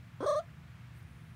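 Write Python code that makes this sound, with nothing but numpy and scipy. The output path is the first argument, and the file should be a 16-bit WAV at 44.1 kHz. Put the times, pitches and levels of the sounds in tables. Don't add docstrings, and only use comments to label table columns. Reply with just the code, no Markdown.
import sys
import numpy as np
from scipy import signal
from scipy.fft import rfft, irfft
from scipy.io import wavfile
from scipy.ndimage import uniform_filter1d

SR = 44100
rng = np.random.default_rng(int(sys.argv[2]) if len(sys.argv) > 2 else 0)


def file_out(sig):
    cols = np.atleast_2d(sig).T
    lim = np.clip(cols, -1, 1)
    pcm = np.round(lim * 32767).astype(np.int16)
    wavfile.write(sys.argv[1], SR, pcm)


N = 59535


def undb(db):
    return 10 ** (np.asarray(db) / 20)


def unit(x):
    return x / np.sqrt(np.mean(x ** 2))


def response(hz, curve):
    curve_hz, curve_db = np.array(curve).T
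    return undb(np.interp(np.log(hz + 1e-9), np.log(curve_hz), curve_db))


def colour(x, curve):
    bins_hz = np.arange(N // 2 + 1) * SR / N
    return unit(irfft(rfft(x) * response(bins_hz, curve), N))


def ring(x, hz, width_hz):
    b, a = signal.iirpeak(hz, hz / width_hz, fs=SR)
    return unit(signal.lfilter(b, a, signal.lfilter(b, a, x)))


def drift(rate_hz):
    span = int(SR / rate_hz)
    smoothed = uniform_filter1d(rng.standard_normal(N), span, mode="wrap")
    return unit(uniform_filter1d(smoothed, span, mode="wrap"))


def swell(t, centre_s, sigma_s, peak_db):
    return undb(peak_db) * np.exp(-.5 * ((t - centre_s) / sigma_s) ** 2)


# f/Hz, relative level/dB
AIR_SPECTRUM = [(20, -40), (35, -27), (55, -12.5), (85, -1), (120, 0.5), (160, 0), (195, -11.5), (280, -18),
                (400, -30.5), (800, -27.5), (1300, -23), (2200, -25), (3200, -32), (4800, -39.5),
                (7500, -43.5), (11000, -47), (15500, -47.5)]
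# f/Hz, rms level/dB
HUM_LINES = [(69.3, -70.5), (119.5, -58.5), (208, -72), (239.5, -75), (346, -80.5), (415, -86),
             (485, -82.5), (554, -88), (622, -86), (692, -82.5)]

def fan(t, air_db=-52, waver_db=2.5):
    hum = np.zeros(N)
    for hz, db in HUM_LINES:
        amplitude = np.sqrt(2) * undb(db + waver_db * drift(rate_hz=5.5))
        hum += amplitude * np.sin(2 * np.pi * (hz * t + rng.random()))
    return hum + undb(air_db) * colour(rng.standard_normal(N), AIR_SPECTRUM)


def room(x, wall_delay_s=.0115, wall_cut_hz=680, wall_db=-12, gap_s=.004, t60_s=.2, tail_db=-18):
    delayed = np.interp(np.arange(N) - wall_delay_s * SR, np.arange(N), x, left=0)
    wall = signal.sosfilt(signal.butter(2, wall_cut_hz, "highpass", fs=SR, output="sos"), delayed)
    t = np.arange(SR // 2) / SR
    tail = rng.standard_normal(len(t)) * (t > gap_s) * undb(-60 * t / t60_s)
    scatter = signal.fftconvolve(x, tail / np.linalg.norm(tail))[:N]
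    return x + undb(wall_db) * wall + undb(tail_db) * scatter


# t/s, sigma/s, level/dB, f/Hz, bandwidth/Hz
BAG_RUSTLES = [(.98, 0.025, -76, 14000, 5300), (0.977, 0.023, -76, 9000, 1900),
               (1.21, .15, -81.5, 9550, 1100), (1.3, 0.26, -87, 13000, 5200), (0.83, 0.16, -70, 1570, 2300)]

def bag(t, crinkles_per_s=18000, tick_s=1.029, tick_decay_s=.0023, tick_db=-64):
    rustle = np.zeros(N)
    for centre_s, sigma_s, db, hz, width_hz in BAG_RUSTLES:
        crinkles = (rng.random(N) < crinkles_per_s / SR) * rng.standard_normal(N)
        rustle += swell(t, centre_s, sigma_s, db) * ring(crinkles, hz, width_hz)
    snap = (t > tick_s) * np.exp(-np.abs(t - tick_s) / tick_decay_s)
    tick = snap * ring(rng.standard_normal(N), hz=9400, width_hz=1900)
    return rustle + undb(tick_db) * tick


# t/s, sigma/s, level/dB, f/Hz
NOSTRIL_WHISTLES = [(.213, 0.0031, -66, 3190), (.24, 0.025, -62, 3340), (.396, 0.0022, -52, 3280)]

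def whistle(t, width_hz=310):
    return sum(swell(t, centre_s, sigma_s, db) * ring(rng.standard_normal(N), hz, width_hz)
               for centre_s, sigma_s, db, hz in NOSTRIL_WHISTLES)


# f/Hz, relative level/dB
NOSE_RESPONSE = [(1200, -30), (2100, -7.5), (2700, -31), (3650, -4), (4000, -3.5), (4300, -4), (4700, -7.5),
                 (5960, -5), (6700, -5.5), (7600, -31), (8100, -22), (8620, 1.5), (9100, -12),
                 (10200, -27.5), (11000, -14.5), (12000, -29), (14200, -25), (15400, -18)]
# harmonic number, relative level/dB
BUZZ_HARMONICS = [(6, -5), (7, -4), (10, -7), (11, -13), (14, -13)]

def nose(phase, opening, creak, rasp_gain_db=-4):
    rasp = colour(opening * rng.standard_normal(N), NOSE_RESPONSE)
    buzz = np.sqrt(2) * sum(undb(db) * np.sin(order * phase) for order, db in BUZZ_HARMONICS)
    return undb(rasp_gain_db) * rasp + (1 - creak) * buzz


# f/Hz, gain/dB
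THROAT_RESPONSE = [(400, 7), (610, -1), (700, 2), (820, -22), (1070, -2.5), (1220, -8.5), (1500, -9.5),
                   (1650, -23), (1850, -28.5), (2400, -42)]

def throat(phase, hz, opening):
    orders = np.arange(2, 10)[:, None]
    top_hz = THROAT_RESPONSE[-1][0]
    gains = response(orders * hz, THROAT_RESPONSE) * (orders * hz < top_hz)
    overtones = np.sqrt(2) * (gains * np.sin(orders * phase)).sum(0)
    breath = colour(opening * rng.standard_normal(N), THROAT_RESPONSE)
    return overtones, breath


# t/s, f/Hz
VOICE_PITCH = [(.204, 255), (.216, 264.4), (.229, 336.1), (.238, 528), (.243, 502.6), (.249, 372),
               (.257, 394), (.264, 633.7), (.271, 593.4), (.28, 535.2), (.29, 606.5), (.301, 612),
               (.312, 540.6), (.324, 593), (.337, 613.4), (.35, 539), (.362, 603.7), (.388, 607.6),
               (.399, 697), (.41, 662.6)]
# t/s, fundamental level/dB, throat drive/dB, nose drive/dB
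VOICE_LEVELS = [(.207, -38, -38.5, -61), (.216, -41, -43, -60), (.227, -36.5, -38, -59),
                (.239, -32.5, -33.5, -58), (.249, -38, -40, -59), (.259, -38, -39, -58),
                (.265, -27, -30, -51), (.281, -32.5, -29.5, -52), (.291, -28, -28.5, -50),
                (.305, -28, -28.5, -51), (.315, -33.5, -30, -54), (.332, -28.5, -29.5, -53.5),
                (.351, -35, -32, -59), (.364, -29.5, -30.5, -53), (.389, -30, -31.5, -57),
                (.399, -37, -39, -64), (.408, -36.5, -44, -80)]

def dog(t, start_s=.204, break_s=.262, end_s=.408):
    attack_s, crossfade_s, release_s = .001, .015, .007
    times_s, *levels_db = np.array(VOICE_LEVELS).T
    fundamental_rms, throat_drive, nose_drive = (undb(np.interp(t, times_s, db)) for db in levels_db)
    creak = np.clip((break_s - t) / crossfade_s + .5, 0, 1)
    jitter = (.004 + .02 * creak) * drift(rate_hz=450)
    shimmer_db = (.94 + 1.1 * creak) * drift(rate_hz=233)
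    hz = np.interp(t, *np.array(VOICE_PITCH).T) * (1 + jitter)
    phase = 2 * np.pi * np.cumsum(hz) / SR
    opening = .5 + .5 * np.cos(phase)
    overtones, breath = throat(phase, hz, opening)
    tone = fundamental_rms * np.sqrt(2) * np.sin(phase) + throat_drive * overtones
    creak_air = undb(-17) * creak * throat_drive * breath
    nasal = nose_drive * nose(phase, opening, creak)
    gate = np.clip((t - start_s) / attack_s, 0, 1) * np.exp(-np.maximum(t - end_s, 0) / release_s)
    return gate * (tone * undb(shimmer_db) + creak_air + nasal)


def scene():
    t = np.arange(N) / SR
    return (room(dog(t) + whistle(t) + bag(t)) + fan(t))[None]


def record(dry, cutoff_hz=15700):
    return signal.sosfilt(signal.ellip(10, .2, 70, cutoff_hz, fs=SR, output="sos"), dry)


dry = scene()
out = record(dry)
file_out(out)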